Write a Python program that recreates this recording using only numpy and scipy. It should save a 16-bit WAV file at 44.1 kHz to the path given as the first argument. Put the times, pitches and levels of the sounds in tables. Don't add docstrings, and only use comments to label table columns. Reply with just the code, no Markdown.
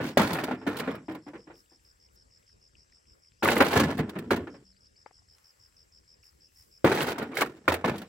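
import sys
import numpy as np
from scipy import signal
from scipy.fft import rfft, irfft
from scipy.io import wavfile
from scipy.ndimage import uniform_filter1d

SR = 44100
rng = np.random.default_rng(int(sys.argv[2]) if len(sys.argv) > 2 else 0)


def wav_out(sig):
    wavfile.write(sys.argv[1], SR, np.round(np.clip(np.atleast_2d(sig).T, -1, 1) * 32767).astype(np.int16))


N = 356328

# (time [s], clang peak [dB], boom against clang [dB],
#   grit against clang [dB], boom pitch [Hz], clack pitch [Hz], clack against clang [dB], basic t60 [s],
#   rattle rms against clang [dB])
BLOWS = [(.003, -26.5, 1, -29, 266, 554.3, -1.5, 0.10217, -10),
         (.04, -34, 0, -12, 263.7, 1150, -9, 0.1013, -9),
         (.079, -37, 2.5, -5.5, 225.8, 595, -9, 0.0813, -17),
         (.172, -10.5, -5.5, -21.5, 340.4, 581.4, 1, 0.0399, -8),
         (.195, -16.5, -3.5, -30.5, 207, 871.4, 0.5, 0.1731, -6),
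         (.248, -29, -20, -28, 270.1, 726, -12, 0.2233, -9),
         (.285, -36.5, -6, -16, 322.8, 603, -9, 0.0987, -10),
         (.329, -29.5, 4.5, 2.5, 158.9, 600.8, -3.5, 0.148, -12.5),
         (.352, -24.5, -15.5, -14, 322.8, 800.8, -4.5, 0.1261, -15),
         (.386, -26, -12.5, -11, 247.7, 1745, -1, 0.09024, -7.5),
         (.436, -30.5, 7.5, 5, 256.3, 775, -19, 0.07825, -14.5),
         (.484, -26.5, 0.5, -26, 269, 772.7, 0.5, 0.1141, -17.5),
         (.511, -24, 1, -19.5, 255, 790.8, -2, 0.15845, -16),
         (.613, -40, 0, -27.5, 266, 1432, -14, 0.174, -17.5),
         (.666, -23, 1, -16, 291.8, 735.4, -2.5, 0.1906, -8),
         (.769, -38.5, -5, 9, 261.1, 758, -8.5, 0.0797, -9),
         (.796, -28.5, -1, 3, 260.2, 1653, -17, 0.0682, -12),
         (.831, -30.5, -1, -38, 260.1, 605.2, -1, 0.0698, -11.5),
         (.875, -23.5, 1.5, -26, 269.1, 768, -3.5, 0.15663, -15.5),
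         (.946, -34.5, -10, -29, 221, 615.9, 1, 0.1205, -10.5),
         (1.083, -35, 5.5, -27.5, 303.9, 868.1, -1, 0.09616, -7.5),
         (1.108, -35, 1.5, -15.5, 309.1, 634.7, -3, 0.2229, -14),
         (1.148, -37, -0.5, -8.5, 279.8, 879, -5, 0.10586, -14.5),
         (1.265, -43, 8, -26, 290.4, 780, -5, .15, -14), (1.279, -42, 3, -10, 300, 760, -2, 0.1181, -14),
         (1.334, -41, 4, -18, 330, 900, -3, .1, -12), (1.352, -42, 5, -20, 350, 1500, -4, .1, -12),
         (1.471, -47, 6, -26.5, 302.1, 775, -4, 0.1345, -15.5),
         (1.501, -44.5, -0.5, -29, 339.1, 773.5, 2, 0.1565, -13.5),
         (1.717, -58.5, 2, -9, 331.1, 895, -1.5, 0.1069, -13.5),
         (3.424, -21, -9.5, -15, 272.1, 852.2, -6.5, 0.1275, -6),
         (3.436, -17, -10.5, -24, 218, 596, -4.5, 0.1439, -8.5),
         (3.454, -22, -27.5, -25.5, 403, 1200, 3, 0.0821, -7.5),
         (3.476, -18.5, -17, -12, 260, 759.4, -19.5, 0.1963, -10),
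         (3.485, -16.5, -17, -10, 283.2, 1450, -8.5, 0.0971, -9.5),
         (3.564, -16, -7, -14, 222.9, 596, -13, 0.05746, -11),
         (3.604, -7, -6.5, -11.5, 290.8, 583.5, -6, 0.10902, -16),
         (3.619, -13.5, -22, -32, 299.3, 721.8, -12, 0.11603, -12),
         (3.681, -29, -5.5, 1.5, 248, 603.3, -8.5, 0.0434, -13.5),
         (3.728, -20, -15.5, -4, 274.9, 1070, -5, 0.06936, -11),
         (3.759, -16.5, 1, -19.5, 257.8, 703.4, 1, 0.1491, -6),
         (3.797, -14, -6, -2.5, 291, 1154, -4.5, 0.14917, -13),
         (3.849, -32, 11, -22, 150, 692.5, -7, 0.1479, -8),
         (3.891, -28, 0, -19, 270, 599.4, 5, 0.1757, -12),
         (3.977, -35.5, -6.5, -14, 250, 1703, -4, 0.0643, -7),
         (3.988, -26, 5, -10, 159, 686, -2.5, 0.1573, -5.5),
         (4.092, -33.5, 1.5, -2, 299, 754.3, -4.5, 0.07314, -20.5),
         (4.159, -32, 5, -27.5, 197.9, 1117, -10, 0.0928, -18),
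         (4.186, -34.5, 7.5, -3.5, 162.9, 1800, -4, 0.086, -12),
         (4.306, -14.5, -6, -10, 316.5, 736.7, -14, 0.13043, -10),
         (4.359, -31.5, -5.5, -1.5, 330.7, 1470, -22, 0.1466, -11.5),
         (4.472, -35, 3, -21.5, 365.9, 1417, -1, 0.07963, -14),
         (4.542, -43, 0, -18, 248, 614.3, -2.5, 0.1193, -17),
         (6.8445, -14, 7, -22.5, 349.8, 520, 6, 0.07083, -11),
         (6.859, -17.5, -1.5, -10, 445.6, 900, -7, 0.11835, -10.5),
         (6.874, -20, -18, -9, 334, 705.6, -2, 0.0853, -17),
         (6.916, -17.5, -14.5, -9.5, 400, 1461, -8.5, 0.1808, -15),
         (6.976, -30, -16.5, -39, 245, 736.4, 2.5, 0.1237, -4),
         (7.018, -22.5, -3, -4.5, 242.9, 1277, -8.5, 0.1734, -10),
         (7.07, -26, -16.5, -7, 230.9, 1174, -8.5, 0.1974, -8),
         (7.109, -26, -13, -20.5, 393.8, 803, -10, 0.06736, -14.5),
         (7.181, -29, -10, -2, 253.6, 1169, -1.5, 0.0711, -5.5),
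         (7.215, -27, -4, -21, 231, 811, -13.5, 0.1669, -19.5),
         (7.315, -36, -2, -16, 260, 826.5, -11, 0.1463, -10),
         (7.369, -25, -29.5, 0.5, 311.8, 2160, -3.5, 0.1134, -9),
         (7.384, -31, -15, -8.5, 397.7, 1909, 1.5, 0.0882, -5.5),
         (7.408, -19.5, -24.5, 1, 333.9, 1597, -2.5, 0.0384, -17),
         (7.418, -17, -15, -6, 312.2, 1144, -0.5, 0.08274, -18),
         (7.566, -51, -6, 0, 330.3, 815.5, -11, 0.0912, -14.5),
         (7.679, -11.5, -21, -13.5, 167.1, 1045, -4.5, 0.04524, -10),
         (7.721, -22.5, -10, 1.5, 294.9, 900, -1.5, 0.0888, -12.5),
         (7.739, -20, -29, -8.5, 357, 676, -21.5, 0.0838, -19),
         (7.843, -17, -3, -30.5, 450.1, 891, -0.5, 0.09725, -10),
         (7.878, -23, -3, -13.5, 207.9, 868.6, -4.5, 0.16355, -9.5),
         (7.94, -37.5, -5, -21.5, 194, 843.3, 3.5, 0.1061, -5),
         (7.979, -45.5, -15.5, 11.5, 342.1, 1449, -6, 0.0858, -5.5),
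         (8.015, -36.5, -3, -3.5, 197.9, 720.6, -9.5, 0.1154, -19),
         (8.039, -51, -0.5, -13, 241, 694, -11.5, 0.097, -11)]


def gain_of(db):
    return 10 ** (np.asarray(db) / 20)


def left_by(db):
    return gain_of(db * np.array([[.5], [-.5]]))


def seconds(size):
    return np.arange(size) / SR


def evened(x):
    return x / np.sqrt(np.mean(x ** 2) + 1e-30)


def coloured(x, points):
    hz, db = np.transpose(points)
    f = np.fft.rfftfreq(x.shape[-1], 1 / SR)
    curve_db = np.interp(np.log(f + 1), np.log(hz + 1), db)
    return irfft(rfft(x) * gain_of(curve_db), x.shape[-1])


def band(x, lo_hz, hi_hz):
    return signal.sosfilt(signal.butter(2, [lo_hz, hi_hz], "bandpass", fs=SR, output="sos"), x)


def add(mix, s, sound):
    part = mix[..., round(s * SR):][..., :sound.shape[-1]]
    part += sound[..., :part.shape[-1]]


def ring(t, hz, t60):
    return np.exp(-np.log(1000) * t / t60) * np.sin(2 * np.pi * hz * t)


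def push(t, rise_s):
    return 1 - np.exp(-(t / rise_s) ** 2)


def resonate(x, hz, width_hz):
    turn = np.exp(2j * np.pi * np.cumsum(hz) / SR)
    r = np.exp(-np.pi * width_hz / SR)
    return 2 * (turn * signal.lfilter([1 - r], [1, -r], x / turn)).real


def air():
    # (frequency [Hz], likeness from -1 to 1)
    likeness = [(60, 1), (130, 0.82), (290, -0.18), (640, -0.65), (1410, -1), (3100, 0.56), (6820, 0.55),
                (15000, 0.98585)]
    # (frequency [Hz], left minus right [dB])
    balance = [(60, 2.5), (180, -3), (550, 1), (1650, 4.5), (4970, 5.5), (15000, -3.5)]
    # (frequency [Hz], relative level per Hz [dB])
    spectrum = [(22, -23), (40, -7), (62, -0.5), (95, -5), (130, -11), (250, -17), (500, -14), (700, -21.5),
                (1200, -19.5), (2000, -23), (4000, -31), (5200, -19), (6600, -28.5), (7700, -25),
                (10000, -35.5), (16000, -49)]
    level_db = -66.5
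    frames, hz = N // 256 + 5, np.fft.rfftfreq(1024, 1 / SR)
    a, b, c, d, patches = rng.standard_normal((frames, 513, 5)).T
    patches = evened(uniform_filter1d(uniform_filter1d(patches, 10, 0), 12, 1))
    same, left_db = (np.interp(np.log(hz + 1), np.log(np.transpose(p)[0]), np.transpose(p)[1])[:, None]
                     for p in (likeness, balance))
    same = np.clip(same, -1, 1)
    left = a + 1j * b
    right = same * left + np.sqrt(1 - same ** 2) * (c + 1j * d)
    spectra = np.array([left, right]) * gain_of(2.6 * patches + np.multiply.outer([.5, -.5], left_db))
    noise = signal.istft(spectra, nperseg=1024, noverlap=768)[1][:, :N]
    return gain_of(level_db) * evened(coloured(noise, spectrum))


def far_crickets():
    # (pitch [Hz], rms with its gaps [dB], pulse rate [1/s], middle of one pulse [s], share of cycle sounding)
    callers = [(7641.8, -83, 19.3, 5.903, .8), (7360.4, -88, 9.2, 5.4, .25), (7720, -85, 40, 2, .95),
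               (7580, -86, 25, 2, .95)]
    out, t = np.zeros((2, N)), seconds(N)
    for hz, db, rate, s, duty in callers:
        cycle = ((t - s) * rate + .5) % 1 - .5
        gate = np.cos(np.pi * np.clip(cycle / duty, -.5, .5)) ** 2
        drift = np.cumsum(evened(uniform_filter1d(rng.standard_normal(N), 400))) * 25 / SR
        swell = evened(uniform_filter1d(uniform_filter1d(rng.standard_normal(N), 2000), 2000))
        tone = np.sin(2 * np.pi * (hz * t + drift) + rng.uniform(0, 1, (2, 1)))
        out += gain_of(db) * evened(gate * gain_of(2.2 * swell) * tone)
    return out * left_by(3)


def near_cricket():
    chirp_times = [.112, .578, .745, .902, 1.061, 1.225, 1.382, 1.543, 1.699, 1.852, 2.002, 2.163, 2.313,
                   2.468, 2.616, 2.771, 2.923, 3.073, 3.224, 3.402, 4.505, 4.655, 4.809, 4.967, 5.132,
                   5.288, 5.445, 5.601, 5.769, 5.925, 6.08, 6.231, 6.409, 6.562, 6.716]
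    # (time [s], rms level [dB])
    chirp_levels = [(1.2, -68), (1.55, -64.5), (4.95, -64.5), (5.2, -63), (6, -61.5)]
    strokes_per_s = 81
    out, t = np.zeros(N), seconds(440)
    for s, db in zip(chirp_times, np.interp(chirp_times, *np.transpose(chirp_levels))):
        chirp = np.zeros(round(6 * SR / strokes_per_s))
        for k, (wobble, phase, strength) in enumerate(rng.standard_normal((6, 3))):
            hz = np.linspace(5920, 4560, len(t)) * (1 + .009 * wobble)
            stroke = np.hanning(len(t)) * np.sin(2 * np.pi * np.cumsum(hz) / SR + 3 * phase)
            add(chirp, k / strokes_per_s, gain_of(strength - 2.5 * np.exp(-k / 1.2)) * stroke)
        add(out, s - .005, gain_of(db) * evened(chirp))
    tail = band(rng.standard_normal((2, 4000)), 4000, 6140) * gain_of(-60 * seconds(4000) / 0.07)
    echo = signal.oaconvolve(out[None], tail / np.linalg.norm(tail[0]), axes=1)[:, :N]
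    return out * left_by(1) + gain_of(-15.5) * echo


def bird():
    # (time [s], rms level before panning [dB], start pitch [Hz], end pitch [Hz], length [s])
    whistles = [(4.66, -71, 4400, 5600, 0.03409), (4.708, -73, 5500, 3800, .035),
                (4.755, -70, 4350, 5500, 0.03595), (4.853, -68, 4350, 5600, 0.03803),
                (4.953, -67.5, 4400, 5500, .035), (5.051, -68.5, 4400, 5900, 0.04144)]
    out = np.zeros(N)
    for s, db, start_hz, end_hz, length in whistles:
        hz = start_hz + (end_hz - start_hz) * np.linspace(0, 1, round(length * SR)) ** 1.2
        whistle = np.sqrt(np.hanning(len(hz))) * np.sin(2 * np.pi * np.cumsum(hz) / SR)
        add(out, s, gain_of(db) * evened(whistle))
    return out * left_by(2)


def rustle():
    # (time of the height [s], rise per 20 dB [s], fall per 20 dB [s],
    #   dull rms at the left [dB], bright rms [dB])
    stirs = [(1.584, 0.06452, 0.1864, -76, -67), (1.838, 0.05937, 0.3255, -75.5, -73.5),
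             (2.16, .06, 0.0037, -79, -65.5), (2.398, 0.0499, 0.133, -74, -75.5),
             (2.94, 0.149, 0.4472, -76.5, -95), (3.15, 0.0976, 0.17, -79, -77),
             (5.068, 0.004016, 0.0487, -60, -100), (5.37, 0.1143, 1.2415, -70.5, -72),
             (6.24, 0.019623, 0.2831, -71, -67.5), (6.59, 0.1454, 0.2876, -75, -63),
             (6.8, .04, 1.27, -77, -83.5)]
    power, t = np.zeros((2, N)), seconds(N)
    for s, rise, fall, dull_db, bright_db in stirs:
        shape_db = -20 * np.maximum((s - t) / rise, (t - s) / fall)
        power += gain_of(np.array([[dull_db], [bright_db]]) + shape_db) ** 2
    grains = gain_of(2.5 * np.minimum(rng.exponential(1, (2, N)), 4)) * (rng.random((2, N)) < 2500 / SR)
    grains *= rng.standard_normal((2, N))
    dull = evened(band(band(grains, 760, 2500), 600, 3000)) * gain_of([[0.], [-4.]])
    bright = evened(band(grains + .3 * rng.standard_normal((2, N)), 5000, 19000))
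    return np.sqrt(power[0]) * dull + np.sqrt(power[1]) * bright


def snaps():
    # (time [s], body peak before panning [dB], pitch [Hz],
    #   spread factor, bright tick peak before panning [dB], left minus right [dB])
    placed = [(1.405, -57, 3000, 1.3, -75, 3), (1.556, -55, 2900, 1.3, -72, 3),
              (1.659, -63, 2865, 1.09, -69, -1), (1.849, -62, 2664, 1.601, -73, 2),
              (2.088, -61.5, 2796, 1.1554, -80, 3.5), (2.428, -61, 2995, 1.2667, -80, 4),
              (2.494, -63, 1801, 1.1586, -85, 4), (2.753, -50.5, 2730, 1.1176, -78.5, 7),
              (2.899, -59.5, 2260, 1.659, -79, 6), (2.924, -56.5, 2106, 1.1964, -83, 6.5),
              (3.055, -62, 2405, 1.2053, -85, 5.5), (3.248, -60.5, 2397, 1.203, -80, 5),
              (3.32, -53, 2782, 1.7, -71, 5), (4.766, -59, 2599, 1.413, -87, 7),
              (4.959, -64, 2330, 1.271, -76, 5), (5.384, -55, 1646, 1.764, -46.5, -.5),
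              (5.725, -59, 2158, 1.706, -78.5, 3), (5.789, -61, 4205, 1.258, -77.5, 10),
              (6.235, -55, 2528, 1.1364, -69, -5), (6.599, -63, 2010, 1.497, -77, 5)]
    t60_s, tail_db, tail_t60_s = .026, -18, .12
    faint_count, faint_db, lo_hz, hi_hz = 160, -64, 1200, 3600
    out, t = np.zeros((2, N)), seconds(4096)
    when, size, pitch, pan = rng.random((faint_count, 4)).T
    faint = [(s * N / SR, faint_db - 8 * a, lo_hz * (hi_hz / lo_hz) ** b, 1.3, faint_db - 14, 8 * c)
             for s, a, b, c in zip(when, size, pitch, pan)]
    dying = gain_of(-60 * t / t60_s) + gain_of(tail_db - 60 * t / tail_t60_s)
    for s, db, hz, spread, tick_db, pan_db in [*placed, *faint]:
        click = rng.standard_normal(len(t)) * dying
        click[:3] += 12
        lowest_hz, highest_hz = hz / spread ** 1.2, hz * spread
        body = band(band(click, lowest_hz, highest_hz), lowest_hz, highest_hz)
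        tick = band(click, 4500, 12000)
        x = gain_of(db) * body / abs(body).max() + gain_of(tick_db) * tick / abs(tick).max()
        add(out, s, left_by(pan_db) * x)
    return out


def toks():
    # (time [s], peak before panning [dB], pitch [Hz], left minus right [dB])
    taps = [(5.0606, -35, 851.3, 7.5), (5.109, -50, 760.5, 7.5), (5.219, -62.5, 717.5, 3.5)]
    # (pitch ratio, level [dB], t60 [s])
    tap_modes = [(.62, -6.5, 0.01957), (1, -0.5, 0.01675), (1.4, -6, 0.01534), (1.9, -8, .01),
                 (2.5, -8, 0.010176)]
    out, t = np.zeros((2, N)), seconds(2048)
    for s, db, hz, pan_db in taps:
        modes = sum(gain_of(mode_db) * ring(t, ratio * hz, t60) for ratio, mode_db, t60 in tap_modes)
        x = push(t, 0.0009306) * modes
        add(out, s, left_by(pan_db) * gain_of(db) * x / abs(x).max())
    return out


def scrapes():
    # (time [s], bright peak [dB], duller part against bright [dB])
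    bursts = [(0.0374, -46, -3), (0.0565, -43, -3), (0.0746, -44, -3), (0.171, -26.5, -3),
              (0.2148, -26, -3), (0.2659, -41.5, -3), (0.283, -38.5, -3), (0.3302, -29, -3),
              (0.3447, -32, -3), (0.365, -38.5, -3), (0.387, -39, -3), (0.4379, -32, -3), (0.5075, -50, -3),
              (0.673, -43, -3), (0.6932, -44.5, -3), (0.7357, -54, -3), (0.7668, -35, -3),
              (0.7854, -33, -3), (0.7974, -37, -3), (0.8074, -49.5, -3), (0.8736, -56, -3),
              (0.9071, -55, -3), (0.9513, -47, -3), (1.1187, -52.5, -3), (1.1473, -47, -3),
              (3.4292, -30.5, -3), (3.4447, -25, -3), (3.475, -25, -3), (3.5017, -25.5, -3),
              (3.5533, -29.5, -3), (3.5772, -26, -3), (3.6032, -27.5, -3), (3.62, -24.5, -3),
              (3.6454, -28, -3), (3.6816, -29, -3), (3.7185, -31.5, -3), (3.7304, -28.5, -3),
              (3.7565, -31.5, -3), (3.7978, -26, -3), (3.9771, -38, -3), (3.9886, -36.5, -3),
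              (4.0924, -44.5, -3), (4.1858, -39.5, -3), (4.3056, -38.5, -3), (4.3184, -35.5, -3),
              (4.362, -41, -3), (6.8441, -29, -3), (6.9196, -35, -3), (6.9515, -34.5, -3),
              (7.0174, -30, -3), (7.0264, -29.5, -3), (7.0687, -35, -3), (7.1027, -35, -3),
              (7.181, -40, -3), (7.2233, -41.5, -3), (7.3518, -36.5, -3), (7.3696, -31, -3),
              (7.3839, -32, -3), (7.4075, -31, -3), (7.416, -24.5, -3), (7.457, -47.5, -3),
              (7.6806, -30, -3), (7.7207, -32, -3), (7.7386, -27, -3), (7.8724, -43, -3), (7.9647, -49, -3),
              (7.9786, -41, -3), (8.0162, -43.5, -3)]
    rise_s, t60_s = .0025, .045
    out, t = np.zeros((2, N)), seconds(4096)
    shape = push(t, rise_s) * gain_of(-60 * t / t60_s)
    for s, db, dull_db in bursts:
        noise = shape * rng.standard_normal((2, len(t)))
        bright, dull = band(noise, 5200, 21000), band(noise, 3000, 5300)
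        add(out, s, gain_of(db) * (bright / abs(bright[0]).max() + gain_of(dull_db) * dull / abs(dull[0]).max()))
    return out


def cracks():
    # (time [s], peak before panning [dB], pitch [Hz], second pitch [Hz], t60 [s], left minus right [dB])
    pairs = [(.0554, -35.5, 2169, 1348, 0.01463, -4), (.1735, -17.5, 1955, 1353, 0.01475, -4),
             (.19, -20, 1350, 800, .02, -2), (.205, -19, 1091, 1709, 0.01878, 3.5),
             (.3521, -29.5, 1446, 801, 0.01984, -2.5), (.387, -23.5, 1746, 2500, 0.01346, -4),
             (0.4381, -32, 2893, 2097, 0.01487, -2), (.4828, -30, 1439, 772, 0.02658, -3),
             (.5112, -32.5, 1390, 1744, 0.02945, -2), (.7677, -36, 3182, 4315, 0.01647, -2),
             (.794, -32, 1899, 2901, 0.01722, -3.5), (0.8048, -31, 1682, 2300, 0.02203, -3),
             (.8755, -32, 780, 1400, .025, -2), (0.9085, -38, 3304, 1320, 0.01203, -.5),
             (3.4305, -21, 1481, 2702, 0.013685, -3.5), (3.4565, -13, 1190, 2111, 0.01476, -2),
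             (3.4761, -13.5, 950.5, 1694, 0.01314, -1), (3.4865, -7.5, 1649, 2589, 0.01134, -.5),
             (3.5666, -17.5, 2016, 1500, 0.01418, -5), (3.6032, -13.5, 1461, 2300, 0.01438, -1.5),
             (3.6214, -19.5, 1216, 1902, 0.0162, -1.5), (3.7983, -17.5, 1108, 2192, 0.01339, -2.5),
             (3.9885, -29.5, 1746, 2088, 0.01687, -4.5), (4.0935, -36, 1500, 3600, .016, -2),
             (4.1875, -36, 1750, 2550, .025, -2), (4.306, -21, 1480, 2061, 0.01587, -4.5),
             (6.8744, -15, 1812, 900, 0.007882, -3.5), (6.9167, -15.5, 1511, 2300, 0.01056, -2.5),
             (6.9264, -20.5, 1493, 4007, 0.01587, -3), (7.0074, -18, 2856, 1342, 0.00779, -5),
             (7.3328, -34, 1101, 2300, 0.0255, -4), (7.3692, -16, 2171, 1591, 0.0251, -3.5),
             (7.3885, -22.5, 1677, 2211, 0.0282, -4.5), (7.4165, -14, 2222, 1114, 0.01868, -3),
             (7.4225, -17.5, 1147, 1600, 0.0292, -.5), (7.431, -20.5, 1810, 1002, 0.03394, -1),
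             (7.4594, -35, 1378, 1601, 0.02906, -2), (7.679, -11.5, 1404, 2219, 0.01308, -5.5),
             (7.709, -23, 1050, 1350, .016, -2), (7.7211, -24, 1809, 1359, 0.0137, -2.5),
             (7.8419, -19.5, 1069, 458.6, 0.02274, -5)]
    contact_s, second_db = 0.00079, -4
    out, t = np.zeros((2, N)), seconds(2048)
    for s, db, hz, second_hz, t60, pan_db in pairs:
        x = push(t, contact_s) * (ring(t, hz, t60) + gain_of(second_db) * ring(t, second_hz, t60))
        add(out, s, left_by(pan_db) * gain_of(db) * x / abs(x).max())
    return out


def tray_ring(t60, size, dense_db):
    # (frequency [Hz], relative level [dB], relative ring time)
    tray_modes = [(85.94, -12, 0.12), (114.47, -15.5, 0.24), (152.83, -11, 0.4), (196.21, -11, 0.42),
                  (245, 1, 0.34), (324.57, 3, 0.28), (448.42, 4, 0.22), (524.26, -1, .15), (596, -1, 0.055),
                  (706.58, -5.5, 0.078), (775, -4.5, .2), (873.7, -2, 0.13), (1070, -3, 0.14),
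                  (1325.1, -4, 0.11), (1443.1, -4.5, 0.21), (1714.1, -6.5, 0.2), (1889.7, -9, .12),
                  (2160, -10, 0.051), (2300, -16.5, 0.032), (2730, -15, 0.079), (3096.9, -17.5, 0.093),
                  (3358.2, -19, 0.099), (3742.4, -19, .12), (4151.5, -22, .1), (4532.8, -23, .1)]
    # (frequency [Hz], relative level per Hz [dB])
    crowded_modes = [(40, -38), (80, -14.5), (150, -1), (260, 7), (450, -3), (700, -9), (1450, -13.5),
                     (2200, -16), (3200, -25), (5000, -30.5), (9500, -38), (12000, -41), (15700, -37.5),
                     (16600, -62)]
    t = seconds(size)
    hz, db, own_t60 = np.transpose(tray_modes)[:, :, None]
    share, detune, damp = rng.standard_normal((3, 2, len(tray_modes), 1))
    mode_t60 = 2.7 * own_t60 * t60 * np.exp(.5 * np.tanh(damp))
    modes = share * gain_of(db) * ring(t, hz * (1 + .035 * detune), mode_t60)
    dense = evened(coloured(rng.standard_normal((2, size)), crowded_modes))
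    soft = np.sin(np.pi / 2 * np.minimum(t / .0006, 1)) ** 2
    return soft * (modes.sum(1) + gain_of(dense_db - 60 * t / t60) * dense)


def three_bands(x):
    ranges_hz = (48, 400), (400, 3700), (3000, 20000)
    return (band(band(x, lo_hz, hi_hz), lo_hz, hi_hz) for lo_hz, hi_hz in ranges_hz)


def rolling():
    # (time [s], boom rms [dB], clang rms [dB], grit rms [dB])
    throws = [
        [(0, -30.5, -35.5, -58.5), (.084, -39, -43.5, -48.5), (.156, -47, -55, -73.5),
         (.22, -38.5, -28.5, -39.5), (.342, -38, -36.5, -52.5), (.396, -37.5, -35, -53.5),
         (.46, -42.5, -40.5, -59), (.53, -39, -43.5, -56.5), (.582, -47, -57.5, -83), (.648, -46, -57, -88.5),
         (.72, -44.5, -41, -58), (.83, -45.5, -42, -63), (.916, -42, -40, -58), (.992, -46, -52, -90),
         (1.068, -67.5, -78.5, -89.5)],
        [(3.43, -35, -31, -39.5), (3.549, -33.5, -29, -41.5), (3.697, -44, -36, -51.5),
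         (3.769, -29, -28, -40.5), (3.867, -33.5, -35, -47.5), (3.931, -39.5, -41, -60.5),
         (3.969, -37.5, -54, -62), (4.05, -41.5, -51.5, -75.5), (4.217, -46.5, -51, -80.5),
         (4.289, -43.5, -59.5, -73), (4.44, -44, -54.5, -75), (4.641, -60, -78.5, -88.5)],
        [(6.87, -36.5, -30, -42.5), (7.013, -35, -33.5, -44.5), (7.119, -43, -38, -46),
         (7.161, -43.5, -45.5, -70.5), (7.22, -41.5, -42.5, -60.5), (7.3, -42.5, -54, -74),
         (7.362, -41.5, -46.5, -60), (7.378, -43.5, -42, -43), (7.473, -46.5, -51.5, -63.5),
         (7.607, -58.5, -67, -85), (7.669, -55.5, -58.5, -74.5), (7.751, -38.5, -37.5, -47.5),
         (7.831, -51, -51.5, -76.5), (7.885, -34, -34, -51.5), (8.08, -56.5, -65, -70.5)],
    ]
    power, t = np.zeros((3, N)), seconds(N)
    for table in throws:
        s, *levels_db = np.transpose(table)
        power += [gain_of(np.interp(t, s, db, left=-150, right=-150)) ** 2 for db in levels_db]
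    return power


def shaking():
    # (level against rattle [dB], slope over loud_db [dB per dB of rattle], t60 [s])
    rattle_bands = [(0.5, -0.0535, 0.36), (-0.5, 0, .22), (-14.5, 0.549, 0.13)]
    rise_s = .006
    loud_db = -28
    boom_share = .35
    power, t = np.zeros((3, N)), seconds(SR // 2)
    band_db, slope, t60 = np.transpose(rattle_bands)[:, :, None]
    for s, db, boom_db, *_, rattle_db in BLOWS:
        start_db = db + rattle_db + band_db + slope * (db + rattle_db - loud_db)
        start_db[0] += boom_share * boom_db
        add(power, s, (push(t, rise_s) * gain_of(start_db - 60 * t / t60)) ** 2)
    return np.sqrt(power + rolling())


def rattle():
    colours, colour_step = 6, 3000
    size = gain_of(2.8 * np.minimum(rng.exponential(1, N), 3)) * (rng.random(N) < 1000 / SR)
    colour, sign = rng.integers(0, colours, N), rng.choice([-1., 1.], N)
    x = np.zeros((2, N))
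    for k in range(1 - colours, N // colour_step + 1):
        span = slice(max(k, 0) * colour_step, (k + colours) * colour_step)
        contacts = size[span] * (colour[span] == k % colours)
        response = tray_ring(0.07, size=2048, dense_db=6)
        add(x, span.start / SR, signal.oaconvolve(contacts[None], response, axes=1))
    s, _, _, _, boom_hz, *_ = np.transpose(BLOWS)
    pitch_wander = np.tanh(evened(uniform_filter1d(rng.standard_normal(N), 1500)))
    floor_hz = np.interp(seconds(N), s, boom_hz) * (1 + .08 * pitch_wander)
    boom, clang, grit = (evened(p) for p in three_bands(x))
    hum = evened(resonate(resonate(size * sign, floor_hz, 70), floor_hz, 70))
    thud = evened(band(boom, 55, 210))
    boom = 0.71886 * boom + 0.54 * hum * np.array([[1], [.3]]) + .25 * thud
    slips = gain_of(6 * np.minimum(rng.exponential(1, N), 3)) * (rng.random(N) < 160 / SR)
    crackle = signal.oaconvolve(slips, np.exp(-seconds(2048) / 0.0057))[:N]
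    clang, grit = evened(clang * (1 + 0.16 * crackle)), evened(grit * (1 + .5 * crackle))
    boom_gain, clang_gain, grit_gain = shaking()
    return boom_gain * boom + clang_gain * clang + grit_gain * grit


def panel():
    # (time [s], level before rise and decay [dB], pitch [Hz], t60 [s])
    s, db, hz, t60 = (4.57, -57, 192, .8)
    out, t = np.zeros((2, N)), seconds(SR)
    add(out[0], s, gain_of(db) * np.minimum(t / 0.0327, 1) * ring(t, hz, t60))
    return out


def thumps():
    # (time [s], level before rise and decay [dB], pitch [Hz], t60 [s])
    frame_thumps = [(3.428, -31.5, 91.5, 0.3676), (3.61, -33.5, 98.89, 0.302), (3.759, -28, 88.15, 0.4124),
                    (3.988, -34, 80.49, 0.3264), (4.306, -32.5, 92.21, 0.3623),
                    (7.68, -29.5, 85.86, 0.3893)]
    out, t = np.zeros((2, N)), seconds(SR)
    for s, db, hz, t60 in frame_thumps:
        add(out[0], s, gain_of(db) * np.minimum(t / 0.0099, 1) * ring(t, hz, t60))
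    return out


def blows():
    out, t = np.zeros((2, N)), seconds(8192)
    for s, db, boom_db, grit_db, boom_hz, clack_hz, clack_db, t60, _ in BLOWS:
        rise_s = .0018 * gain_of(-.3 * (db + 20))
        parts = three_bands((1 - np.exp(-t / rise_s)) * tray_ring(t60, size=len(t), dense_db=8))
        boom, clang, grit = (p / abs(p[0]).max() for p in parts)
        floor = push(t, .003) * ring(t, boom_hz, 1.15 * t60) * [[1], [.3]]
        boom = .32 * boom + .9 * floor
        clack = ring(t, clack_hz, .025) + .5 * ring(t, .74 * clack_hz, .025)
        clang = clang + gain_of(clack_db) * clack
        grit = (1 - np.exp(-t / 0.0027)) * gain_of(-1.5 - 550 * t) * grit
        add(out, s, gain_of(db) * (clang + gain_of(boom_db) * boom + gain_of(grit_db) * grit))
    return out


def stones():
    # (frequency [Hz], level [dB])
    side_level = [(60, -25), (130, -35), (290, -20.5), (640, -8.5), (1410, -6.5), (3100, 0.5), (6820, 0.5),
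                  (10000, 0), (15000, -5)]
    # (frequency [Hz], level [dB])
    side_own = [(1500, 0), (4000, -.3), (8000, -2), (15000, -5)]
    # (frequency [Hz], level [dB])
    side_turned = [(1500, -20), (4000, -12), (8000, -5), (15000, -2)]
    # (frequency [Hz], left minus right [dB])
    port_slant = [(60, 0.0), (120, 0.0), (240, -0.5), (480, -0.5), (950, 0.0), (1890, -3.5), (3770, -1.0),
                  (7520, -0.5), (15000, 0.0)]
    tray = blows() + panel() + thumps() + rattle() + scrapes()
    mid, side = band(tray, 58, 20000)
    turned = irfft(-1j * rfft(mid), N)
    side = coloured(coloured(side, side_own) + coloured(turned, side_turned), side_level)
    return np.array([coloured(mid + k * side, [(hz, k * db / 2) for hz, db in port_slant]) for k in (1, -1)])


def scene():
    background = air() + far_crickets() + near_cricket() + bird() + rustle() + snaps() + toks()
    return background + cracks() + stones()


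def record(dry):
    lowpass = signal.firwin(511, 16300, window=("kaiser", 9), fs=SR)
    return signal.oaconvolve(dry, lowpass[None], "same")


dry = scene()
out = record(dry)
wav_out(out)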